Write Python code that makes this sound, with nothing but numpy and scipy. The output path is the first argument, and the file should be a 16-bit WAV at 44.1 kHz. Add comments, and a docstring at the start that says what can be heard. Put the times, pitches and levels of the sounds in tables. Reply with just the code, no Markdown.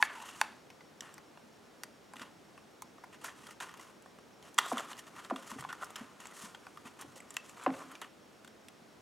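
"""In a quiet workshop, two hands thread nylon zip ties round a ribbed hose and wiring in an engine bay.
The stiff strap snaps, ticks and knocks: short noise bursts and fading tones. Its pulls and scuffs are
filtered stick-slip noise. The knocked hose answers with a thump whose low waves arrive last, so it
falls in pitch. Sounds are close and nearly mono, with a short echo, steady air and a faint high whine."""
import sys
import numpy as np
from scipy import signal
from scipy.fft import rfft, irfft, next_fast_len
from scipy.io import wavfile

SR = 44100
rng = np.random.default_rng(int(sys.argv[2]) if len(sys.argv) > 2 else 0)


def put_to_file(sound):
    """Save the sound as 16-bit audio at rate SR, in the file named by the first command-line argument."""
    columns = np.atleast_2d(sound).T  # one column per channel
    safe = np.clip(columns, -1, 1)
    whole_steps = np.round(safe * 32767)
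    wavfile.write(sys.argv[1], SR, whole_steps.astype(np.int16))


N = 397341
TIME = np.arange(N) / SR   # seconds

# In all tables of events and ringing parts, levels come before any gain set in the functions.
# Steady room noise: pitch_hz, relative level_db
AIR_SPECTRUM = [(15, -34), (25, -32), (72, -12.5), (223, -1.5), (326, -3), (363, -3.5), (695, -7.5),
                (1160, -13), (1440, -13), (1650, -15), (2990, -19.5), (3340, -20), (5730, -23.5),
                (6380, -23.5), (16000, -37)]
# Stereo width of that noise: pitch_hz, side_against_mid_db
AIR_WIDTH = [(30, 1), (70, -4), (130, -7.5), (500, -4), (1500, -5), (6000, -9.5), (12000, -25)]
# The workshop's echo: pitch_hz, time_to_fall_60_db_s, level_db
ROOM_ECHO = [(150, 0.64, -2), (297, 0.59, -9.5), (666, 0.35, -8), (1250, 0.079, -17), (3150, 0.69, -13.5),
             (7160, 0.23, -18), (14000, 0.22, -39)]
# Hands bump the hose softly: peak_s, level_db, pitch_hz
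HOSE_BUMPS = [(2.166, -50, 250), (2.216, -44.5, 244), (5.526, -42.5, 220), (5.565, -40.5, 255),
              (5.598, -44, 142), (6.015, -39, 240), (6.441, -45, 208), (6.857, -47, 245), (7.049, -46, 285),
              (7.085, -52, 135), (7.169, -47.5, 522)]
# The hose is plucked: start_s, level_db, contact_db, rib_rattle_db (the last two relative to the pluck)
HOSE_PLUCKS = [(4.7161, -21.5, -29, -26), (5.3086, -22.5, -29, -20), (7.6625, -15.5, -9, -13)]
# Bending waves of the hose, low ones later: middle pitch_hz, level_db, arrival_s, rise_s (peak after two)
HOSE_WAVES = [(1040, -1, 0.00042, 0.00043), (1450, -22, 0.00019, 0.00094), (714, 0.5, 0.00367, 0.0012),
              (515, -4.5, 0.00471, 0.0019), (332, -6.5, 0.00777, 0.0039), (252, -3, 0.00907, 0.0065),
              (199, -21, 0.0095, 0.016)]
# The taut strap hums as it drags: time_s, level_db
DRAG_LEVEL = [(0, -37), (.024, -47), (.04, -74), (.15, -70), (.18, -48), (.21, -54), (.25, -64), (.42, -78),
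              (.5, -100)]
# Teeth chatter over an edge and ring the taut strap:
# start_s, length_s, level_db, average teeth_per_s, ring_hz
TOOTH_CHATTERS = [(.165, .05, -60.5, 140, 2720), (0.271, 0.08, -61, 71, 2800), (.28, .07, -68, 170, 3380),
                  (1.026, 0.076, -62.5, 114, 1760), (3.253, 0.043, -50.5, 350, 1810),
                  (3.608, 0.039, -51, 300, 1580), (4.598, 0.089, -56, 450, 3770),
                  (4.676, .045, -57, 700, 8000), (5.687, 0.052, -49, 250, 1450)]
# The strap is pulled harder and harder, then stops: start_s, length_s, rib_rasp_db, tooth_hiss_db, edge_bite_db
STRAP_PULLS = [(0, 0.053, -47.5, -45.5, -51), (.11, 0.12, -54, -57, -67), (.245, 0.069, -57, -53.5, -62),
               (.315, 0.11, -58, -56.5, -67), (2.15, 0.082, -56, -61, -56.5), (3.125, 0.026, -55, -62, -58),
               (3.21, 0.032, -53, -57, -59), (3.238, 0.033, -46, -47.5, -58),
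               (3.345, 0.18, -58.5, -60.5, -63), (4.42, 0.078, -61, -64, -65),
               (4.675, 0.049, -62, -46, -64), (4.88, 0.04, -49, -52, -58), (4.975, 0.021, -54, -49.5, -52),
               (5.135, 0.13, -51, -61.5, -63), (5.237, 0.0087, -64, -57, -55),
               (5.298, 0.0074, -39.5, -56, -61), (5.46, 0.056, -51, -51, -59),
               (5.578, 0.022, -52, -54, -56), (5.686, 0.02, -46.5, -59, -55), (5.808, 0.049, -53, -55, -68),
               (6.33, 0.12, -52.5, -49.5, -59), (6.848, 0.038, -49, -56.5, -60),
               (6.985, 0.044, -50.5, -57, -60), (7.155, 0.025, -62, -54, -57), (7.28, 0.11, -62, -63, -67),
               (7.435, 0.08, -62, -58.5, -64), (7.555, 0.096, -49.5, -59.5, -73),
               (7.715, 0.078, -52, -57.5, -70), (7.885, 0.078, -55.5, -68, -62)]
# A finger or the strap's tail skids off and comes to rest:
# start_s, length_s, rib_rasp_db, tooth_hiss_db, edge_bite_db
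STRAP_SCUFFS = [(.035, 0.58, -48, -62.5, -53.5), (.42, 0.2, -52.5, -60, -61), (1.02, 0.25, -54, -63, -63),
                (2.228, 0.076, -49, -60, -56), (3.28, 0.071, -46.5, -54, -58),
                (3.602, 0.087, -45.5, -47.5, -51), (3.634, 0.33, -52.5, -62.5, -60),
                (3.796, 0.17, -53.5, -57.5, -62), (4.59, 0.43, -42, -52.5, -56),
                (4.777, 0.065, -37, -43.5, -44), (5.066, 0.065, -55, -60, -65),
                (5.365, 0.27, -53.5, -60.5, -64), (5.52, 0.22, -52.5, -59.5, -65),
                (5.65, 0.055, -66, -72, -63), (5.735, 0.57, -53.5, -66, -64),
                (5.96, 0.12, -44.5, -55, -52.5), (6.2, 0.28, -53.5, -58, -58),
                (6.455, 0.097, -50, -53.5, -70), (7.8, 0.18, -50.5, -60, -68),
                (8.018, 0.055, -44, -56, -49)]
# Sound colour of the ribs, the teeth and the scraping, resonating edge: pitch_hz, relative level_db
RIB_COLOUR = [(50, -50), (300, -3.5), (700, -4.5), (950, 4), (1300, 6.5), (1900, -6), (2350, -5.5),
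              (3100, -10), (3700, -15), (4400, -20), (7000, -49)]
TOOTH_COLOUR = [(100, -66), (2000, -16), (3500, -3.5), (5000, -3), (6500, 2), (8000, 0), (10500, -4),
                (13000, -11.5), (16000, -22)]
EDGE_COLOUR = [(600, -54), (1500, -29), (1820, 7.5), (2350, -10), (2750, 1), (3250, -2), (4000, -33),
               (7000, -45)]
# Ringing tones of sleeve, pawl and strap, before the variation of each hit:
# pitch_hz, level_db, time_to_fall_60_db_s
SLEEVE_MODES = [(866, -2, 0.014), (973, 3.5, 0.0087), (1270, 0, 0.017), (1445, -5.5, 0.029),
                (1837, -8, 0.047), (2000, -4, 0.018), (2820, -6.5, 0.036), (3250, -1.5, 0.025),
                (3580, 2, 0.0069), (5890, -1, 0.027), (7600, 13.5, 0.0053), (9140, 0.5, 0.013)]
PAWL_MODES = [(1010, -3, 0.0085), (1200, 3.5, 0.0044), (1780, 0.5, 0.0063), (1930, -5, 0.018),
              (2760, -9, 0.01), (2940, 3.5, 0.01), (3400, 1, 0.0044), (5270, -6, 0.0096),
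              (6180, 4.5, 0.0026), (7600, 2, 0.015), (10200, -6, 0.0066)]
STRAP_MODES = [(868, 8, 0.025), (1054, 8.5, 0.018), (1650, 9.5, 0.0097), (2260, 3, 0.016),
               (2600, 0.5, 0.017), (3670, -0.5, 0.0065), (4560, -4.5, 0.012), (5940, -1.5, 0.0062),
               (7230, -5, 0.0098), (9170, -10, 0.013), (10900, -13, 0.011)]
# The tie's head and teeth knock on the ribbed sleeve: start_s, body_db, edge_db, crack_db
SLEEVE_KNOCKS = [(0.8072, -53, -52, -80), (1.3734, -49, -56, -71), (2.157, -48, -56, -60),
                 (2.1955, -46, -47.5, -55), (2.2165, -43, -44, -53), (2.2215, -50, -46, -57),
                 (3.144, -54, -54, -65), (3.488, -46, -62, -73), (3.602, -44, -41, -52),
                 (2.9812, -49.5, -69, -73), (3.4681, -49, -48, -51), (3.508, -49, -49, -52.5),
                 (3.7724, -60, -55, -56), (3.7954, -44.5, -53, -57), (4.0598, -48.5, -67, -67),
                 (4.1865, -50.5, -60, -65), (4.5807, -26.5, -29, -38), (4.5858, -17, -18, -23),
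                 (4.5912, -34, -28, -44), (4.6595, -48, -50, -44), (4.6622, -33, -51, -52),
                 (4.6685, -44, -56, -60), (4.7707, -28, -47, -46), (4.805, -37.5, -49, -47),
                 (5.068, -55, -49.5, -61), (5.1638, -48, -52, -58), (5.3603, -37, -40, -50.5),
                 (5.515, -36.5, -47.5, -48), (5.5855, -42, -58, -63), (5.6078, -45, -49, -44.5),
                 (5.624, -40.5, -58, -66), (5.639, -44, -48, -66), (5.6901, -53, -45, -58),
                 (5.703, -50, -48, -71), (5.7272, -36, -43.5, -47.5), (5.8115, -43, -63, -66),
                 (5.8198, -37, -55, -64), (5.8248, -36, -55, -55), (5.8315, -32.5, -54, -53),
                 (5.9046, -45, -56, -51), (6.3215, -48.5, -57, -77), (6.5466, -46, -42.5, -60),
                 (6.7721, -41.5, -54, -60), (7.0116, -49, -55, -42), (7.7385, -54, -50, -69),
                 (7.8045, -44, -68, -65), (7.915, -49, -56, -52), (8.4468, -52, -52.5, -55.5),
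                 (8.4762, -54, -51.5, -56)]
# Teeth skip past the tie's pawl: start_s, body_db, edge_db, crack_db, free_length_hz
PAWL_TICKS = [(1.0072, -65, -45.5, -42.5, 5850), (1.031, -67, -59, -66, 3140),
              (1.1409, -74, -77, -52, 8000), (2.1668, -58, -50, -59, 2940), (3.74, -51, -63, -57, 6870),
              (3.811, -62, -67, -58, 5700), (4.023, -70, -75, -60.5, 8060), (4.4265, -73, -59.5, -62, 6060),
              (4.5437, -66, -70, -54.5, 8580), (4.849, -64, -71, -59, 7400), (4.9685, -59, -66, -60, 4760),
              (5.425, -68, -66, -61, 7000), (5.8445, -60, -68, -49, 7400), (6.2555, -50, -55, -54, 2530),
              (4.781, -56, -39, -47, 3430), (5.9575, -58, -43, -50.5, 6840), (5.961, -58, -53, -45.5, 3300),
              (6.2024, -70, -78, -53, 6800), (6.27, -60, -60, -49.5, 7100), (7.2031, -62, -52, -53, 2300),
              (7.3054, -57, -62, -46, 7360), (7.3418, -72, -69, -53, 9920), (7.3673, -42, -33, -39, 2700),
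              (7.4945, -64, -60, -53, 2420), (7.637, -70, -68, -50.5, 8000), (4.7965, -39, -53, -48, 7200),
              (4.931, -65, -46.5, -59, 3000), (4.9925, -60, -51, -53.5, 7500), (5.248, -61, -52, -58, 4600),
              (8.6843, -76, -52.5, -55.5, 1890)]
# The strap flicks free: start_s, body_db, edge_db, crack_db, free_length_hz
STRAP_SNAPS = [(0.0256, -23, -14.5, -34.5, 1730), (0.2355, -46, -60, -66, 900),
               (0.4136, -21.5, -21.5, -27.5, 886), (0.7024, -56, -50.5, -57, 2160),
               (1.1803, -49, -51.5, -53.5, 1130), (1.8346, -44.5, -40.5, -38, 1880),
               (2.1356, -42.5, -57, -52, 990), (2.5771, -51, -53, -63, 1220),
               (2.821, -41, -48, -42.5, 1260), (3.0371, -43, -62, -65, 930),
               (3.0412, -47.5, -54, -60, 1410), (3.2441, -38.5, -52, -43, 1770),
               (3.6073, -40, -44, -50, 1390), (5.6482, -33.5, -52, -62, 895),
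               (6.6673, -43.5, -50, -59, 1500), (7.953, -68, -45, -54, 2350),
               (8.0158, -52, -42.5, -44.5, 1410)]

AIR_DB = -59.5   # middle channel
WHINE_HZ, WHINE_DB = 5500, -77
WHINE_PULSES_PER_S, WHINE_FIRST_S = 7.465, .065   # middle of an early pulse
BODY_TOP_HZ, EDGE_TOP_HZ = 1400, 4500   # limits between a click's body, edge and crack
LIGHT_DAMPING = .45   # share of its ring time left to a part that the fingers still hold
SWELL_DB = 4   # a pull's growth from start to end, on top of getting up to speed
GRAB_SHARE, STOP_S = 0.16, 0.0081   # share of a pull spent getting up to speed; fade time of its stop
SKID_S, SKID_LOSS_DB = 0.0011, 20.5   # a scuff's attack, and its loss over its length
# Fingers never lie quite still, and rub more while the hands shift along the hose.
RESTING_RIB_DB, RESTING_TOOTH_DB, RESTING_EDGE_DB = -74, -79.5, -87   # outside the busy stretch
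BUSY_FROM_S, BUSY_TO_S, BUSY_DB = 4.42, 8.08, 9.5
CUTOFF_HZ = 16200


def from_db(db):
    """Turn decibels into a plain multiplier."""
    return 10 ** (np.asarray(db) / 20)


def rms_one(x):
    """Scale a sound to an average (rms) level of one."""
    return x / np.sqrt(np.mean(x ** 2) + 1e-20)


def unit_energy(x):
    """Scale a short sound so that its squares add up to one."""
    return x / np.sqrt(np.sum(x ** 2) + 1e-20)


def at_hz(points, hz, column=1):
    """Read a table column between its points, on a log-frequency axis."""
    points = np.array(points)
    return np.interp(np.log(np.maximum(hz, 1)), np.log(points[:, 0]), points[:, column])


def band(x, hz, kind="band", order=2):
    """Keep only part of the spectrum."""
    return signal.sosfilt(signal.butter(order, hz, kind, fs=SR, output="sos"), x)


def colour(x, points):
    """Shape the spectrum of a steady sound with a table."""
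    size = next_fast_len(N)
    gain = from_db(at_hz(points, np.fft.rfftfreq(size, 1 / SR)))
    return irfft(rfft(x, size) * gain, size)[:N]


def add(out, s, sound):
    """Mix a short sound in at time s."""
    start = max(round(s * SR), 0)
    out[start:start + len(sound)] += sound[:N - start]


def fading(x, fade_s):
    """Let every pulse in x die away smoothly."""
    return signal.lfilter([1], [1, -np.exp(-1 / (fade_s * SR))], x + 1e-18)


def room_air():
    """Steady ventilation noise, widest in the bass, and a thin electrical whine that pulses on and off."""
    mid, side = (from_db(AIR_DB) * rms_one(colour(white, AIR_SPECTRUM))
                 for white in rng.standard_normal((2, N)))
    pulse_phase = 2 * np.pi * WHINE_PULSES_PER_S * (TIME - WHINE_FIRST_S)
    on = np.clip(.5 + 2 * np.cos(pulse_phase), 0, 1)
    whine = on * from_db(WHINE_DB) * np.sqrt(2) * np.sin(2 * np.pi * WHINE_HZ * TIME)
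    return mid + whine + colour(side, AIR_WIDTH) * [[1], [-1]]


def workshop_echo(x, build_s=0.0006):
    """A diffuse tail of fading noise that builds up quickly, each octave dying at its own rate."""
    t, tail = TIME[:SR * 3 // 4], 0
    for hz in 125 * 2. ** np.arange(8):
        octave = [hz / np.sqrt(2), min(hz * np.sqrt(2), SR * 4 / 9)]
        noise = band(rng.standard_normal(len(t)), octave)
        build_up = 1 - np.exp(-(t / build_s) ** 2)
        fade = unit_energy(from_db(-60 * t / at_hz(ROOM_ECHO, hz)) * build_up)
        tail = tail + noise * fade * from_db(at_hz(ROOM_ECHO, hz, column=2))
    return signal.fftconvolve(x, tail)[:N]


def hose_bumps(rise_s=0.00408, skin_db=-9, gain_db=22):
    """Soft skin on rubber gives a short dull thud, pitched by where the hose is held."""
    out, t = np.zeros(N), TIME[:SR // 8]
    for peak_s, bump_db, hz in HOSE_BUMPS:
        skin = rms_one(band(rng.standard_normal(len(t)), [hz / 2, hz * 2]))
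        tone = np.sin(2 * np.pi * hz * t)
        thud = (tone + from_db(skin_db) * skin) * t ** 2 * np.exp(-t / rise_s)
        add(out, peak_s - 2 * rise_s, from_db(bump_db + gain_db) * unit_energy(thud))
    return out


def rib_rattle(t, per_s=110, decay_s=0.084, tap_s=0.0018):
    """The swinging hose taps its ribs against the wiring, unevenly and ever more weakly."""
    taps = (rng.random(len(t)) < per_s / SR) * rng.uniform(0.47, 1, len(t))
    bursts = fading(taps, tap_s) * np.exp(-t / decay_s) * rng.standard_normal(len(t))
    return unit_energy(band(bursts, [520, 1700]))


def hose_wave(t, hz, arrival_s, rise_s, broken=0.52):
    """One bending wave swells and fades; ribs rubbing on the wiring break it up."""
    age = np.maximum(t - arrival_s, 0)
    varied_hz = hz * (1 + 0.045 * rng.standard_normal())
    wave = age ** 2 * np.exp(-age / rise_s) * np.sin(2 * np.pi * varied_hz * age)
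    rub = rms_one(band(rng.standard_normal(len(t)), [hz / 20, hz / 4]))
    return unit_energy(band(wave * (1 + broken * rub), hz / 2, "high", order=3))


def hose_plucks(grit_s=0.018, grit_db=-7, contact_s=0.0027, gain_db=14):
    """A sharp contact sends waves along the hose; the slow low ones come last, while the ribs rattle."""
    out, t = np.zeros(N), TIME[:SR // 6]
    for s, pluck_db, contact_db, rattle_db in HOSE_PLUCKS:
        grit, touch = rng.standard_normal((2, len(t)))
        contact = band(touch * np.exp(-t / contact_s), [750, 2500], order=3)
        grit = band(grit * np.sqrt(t) * np.exp(-t / grit_s), [230, 1300], order=3)
        pluck = from_db(contact_db) * unit_energy(contact) + from_db(grit_db) * unit_energy(grit)
        pluck += from_db(rattle_db) * rib_rattle(t)
        for hz, wave_db, arrival_s, rise_s in HOSE_WAVES:
            pluck += from_db(wave_db) * hose_wave(t, hz, arrival_s, rise_s)
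        add(out, s, from_db(pluck_db + gain_db) * pluck)
    return out


def stick_slip(per_s, uneven_db, smooth_db):
    """Stick and slip: tiny uneven catches over smooth friction."""
    sizes = from_db(uneven_db * np.minimum(rng.exponential(1, N), 3)) * rng.choice([-1, 1], N)
    catches = sizes * (rng.random(N) < per_s / SR)
    return rms_one(catches) + from_db(smooth_db) * rng.standard_normal(N)


def strap_hum(hz=900, width_hz=110):
    """Friction keeps the strap's lowest mode ringing."""
    friction = stick_slip(per_s=910, uneven_db=1.0, smooth_db=13)
    ring = band(friction, [hz - width_hz / 2, hz + width_hz / 2])
    return from_db(np.interp(TIME, *np.transpose(DRAG_LEVEL))) * rms_one(ring)


def chatter(uneven_db=3.0, width_share=0.073, tooth_s=0.00031):
    """Tooth after tooth lets go, at an unsteady pace and with uneven strength, ringing the strap."""
    out = np.zeros(N)
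    for s, length, level_db, per_s, hz in TOOTH_CHATTERS:
        samples, run = int(length * SR), np.zeros(SR // 4)
        gaps = rng.uniform(.5, 1.5, 100)
        sizes = from_db(uneven_db * rng.standard_normal(100))
        release_s = np.cumsum(gaps) / per_s
        inside = release_s < length
        run[(release_s[inside] * SR).astype(int)] = sizes[inside]
        run = fading(run, tooth_s) * rng.standard_normal(len(run))
        ring = band(run, [hz * (1 - width_share / 2), hz * (1 + width_share / 2)], order=1)
        ring = band(ring, [hz / 2, hz * 2])
        add(out, s, from_db(level_db) * np.sqrt(samples) * unit_energy(ring))
    return out


def grip(per_s, depth_db):
    """Finger pressure changes in small jerks."""
    jerks = rng.standard_normal(4000)
    return from_db(depth_db * np.interp(TIME * per_s, np.arange(len(jerks)), jerks))


def snags(per_s=50, uneven_db=-14.5, length_s=0.0016):
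    """Now and then a single tooth catches, each with its own strength, and gives a short noise burst."""
    sizes = from_db(uneven_db * np.minimum(rng.exponential(1, N), 2))
    catches = sizes * (rng.random(N) < per_s / SR)
    return rms_one(fading(catches, length_s) * rng.standard_normal(N))


def pull_shape(t, length):
    """A pull gets up to speed, swells and stops short."""
    speed = np.minimum(t / (GRAB_SHARE * length), 1) * np.exp(-np.maximum(t - length, 0) / STOP_S)
    return speed * from_db(SWELL_DB * np.minimum(t / length - 1, 0))


def scuff_shape(t, length):
    """A scuff starts almost at once and dies away."""
    return np.minimum(t / SKID_S, 1) * from_db(-SKID_LOSS_DB * t / length)


def strokes():
    """Levels of rib rasp, tooth hiss and edge bite; the powers of overlapping strokes add up."""
    busy = (TIME > BUSY_FROM_S) & (TIME < BUSY_TO_S)
    resting = from_db([[RESTING_RIB_DB], [RESTING_TOOTH_DB], [RESTING_EDGE_DB]])
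    power = (resting * from_db(BUSY_DB * busy)) ** 2
    t = TIME[:SR // 2]
    for table, shape in ((STRAP_PULLS, pull_shape), (STRAP_SCUFFS, scuff_shape)):
        for s, length, *levels_db in table:
            for layer, level_db in zip(power, levels_db):
                add(layer, s, (from_db(level_db) * shape(t, length)) ** 2)
    return np.sqrt(power)


def rasp(rib_gain_db=-0.85, tooth_gain_db=-1.5, shared=0.9, snag_db=-8):
    """The sliding strap shakes the sleeve's ribs, hisses with its much finer teeth, and scrapes with its edge."""
    ribs, teeth, edge = strokes()
    pressure = grip(per_s=130, depth_db=2.3)
    coarse = stick_slip(per_s=450, uneven_db=-0.5, smooth_db=2) + from_db(snag_db) * snags()
    # the teeth feel the ribs' catches too
    fine = shared * coarse + from_db(snag_db) * snags(per_s=59, length_s=0.0012)
    fine += stick_slip(per_s=4400, uneven_db=6.5, smooth_db=5.5)
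    scrape = stick_slip(per_s=600, uneven_db=1.5, smooth_db=-4)
    low = from_db(rib_gain_db) * ribs * rms_one(colour(coarse * pressure, RIB_COLOUR))
    high = from_db(tooth_gain_db) * teeth * rms_one(colour(fine * pressure, TOOTH_COLOUR))
    bite = edge * rms_one(colour(scrape * pressure, EDGE_COLOUR))
    return low + high + bite


def clicks(table, modes, crack_db, crack_s, rattle_db, rattle_s, low_hz, gain_db, free_db=0, free_cycles=1):
    """A sharp release rings the modes and any free strap; the grip sets each band's level (rms over 5 ms)."""
    out, t = np.zeros(N), TIME[:SR // 20]
    hz, mode_db, t60 = np.array(modes).T[:, :, None]
    sign = (-1) ** np.arange(len(modes))[:, None]
    for s, body_db, edge_db, high_db, *free_hz in table:
        # hard hits are clean and alike; light touches vary, skid and are damped
        loose = np.interp(max(body_db, edge_db), [-50, -25], [1, .2])
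        detune, strength = loose * rng.standard_normal((2, len(modes), 1))
        grit, scatter = rng.standard_normal((2, len(t)))
        damping = np.interp(loose, [.2, 1], [1, LIGHT_DAMPING])
        fade = from_db(mode_db + 4.5 * strength - 60 * t / (t60 * damping))
        tones = np.sin(2 * np.pi * hz * (1 + 0.03 * detune) * t)
        ring = (sign * fade * tones).sum(0)
        ring += from_db(crack_db) * band(grit, [5200, 12500]) * np.exp(-t / crack_s)
        for f in free_hz:
            # free_cycles: swings until an undamped ring has lost 60 dB
            free = np.sin(2 * np.pi * f * t) * from_db(-60 * f * t / (free_cycles * damping))
            ring = unit_energy(ring) + from_db(free_db) * unit_energy(free)
        # nearby metal parts throw the click back within milliseconds
        reflections = unit_energy(scatter * t * np.exp(-t / rattle_s))
        ring += loose * from_db(rattle_db) * signal.fftconvolve(ring, reflections)[:len(t)]
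        # such small parts radiate no bass
        ring = band(ring, low_hz, "high", order=3)
        body = unit_energy(band(ring, BODY_TOP_HZ, "low", order=5))
        edge = unit_energy(band(ring, [BODY_TOP_HZ, EDGE_TOP_HZ], order=4))
        crack = unit_energy(band(ring, EDGE_TOP_HZ, "high", order=4))
        click = from_db(body_db) * body + from_db(edge_db) * edge + from_db(high_db) * crack
        add(out, s, from_db(gain_db) * np.sqrt(SR / 200) * click)   # SR / 200 samples are 5 ms
    return out


def sleeve_knocks():
    """The tie's head and teeth strike the ribbed sleeve and ring its modes."""
    return clicks(SLEEVE_KNOCKS, SLEEVE_MODES, crack_db=8.0, crack_s=0.004, rattle_db=-0.5,
                  rattle_s=0.0017, low_hz=358, gain_db=-4.0)


def pawl_ticks():
    """Teeth skip past the pawl, ringing it and the free length of strap."""
    return clicks(PAWL_TICKS, PAWL_MODES, crack_db=4.0, crack_s=0.00082, rattle_db=-2,
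                  rattle_s=0.0014, low_hz=604, gain_db=0.0, free_db=-4, free_cycles=36)


def strap_snaps():
    """The stiff strap flicks free, ringing its modes and its free length."""
    return clicks(STRAP_SNAPS, STRAP_MODES, crack_db=5.5, crack_s=0.00076, rattle_db=-2.5,
                  rattle_s=0.0023, low_hz=650, gain_db=-3.5, free_db=-7.5, free_cycles=48)


def scene():
    """Close handling in the middle, a narrow room around it."""
    hose = hose_bumps() + hose_plucks()
    sliding = strap_hum() + chatter() + rasp()
    hands = hose + sliding + sleeve_knocks() + pawl_ticks() + strap_snaps()
    # the echo and the direct treble reach the two capsules slightly differently
    side = from_db(-18.0) * workshop_echo(hands) + from_db(-37) * np.gradient(hands)
    return room_air() + hands + workshop_echo(hands) + side * [[1], [-1]]


def record(dry):
    """The top is cut steeply."""
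    return signal.sosfilt(signal.ellip(10, .1, 80, CUTOFF_HZ, fs=SR, output="sos"), dry)


dry = scene()
out = record(dry)
put_to_file(out)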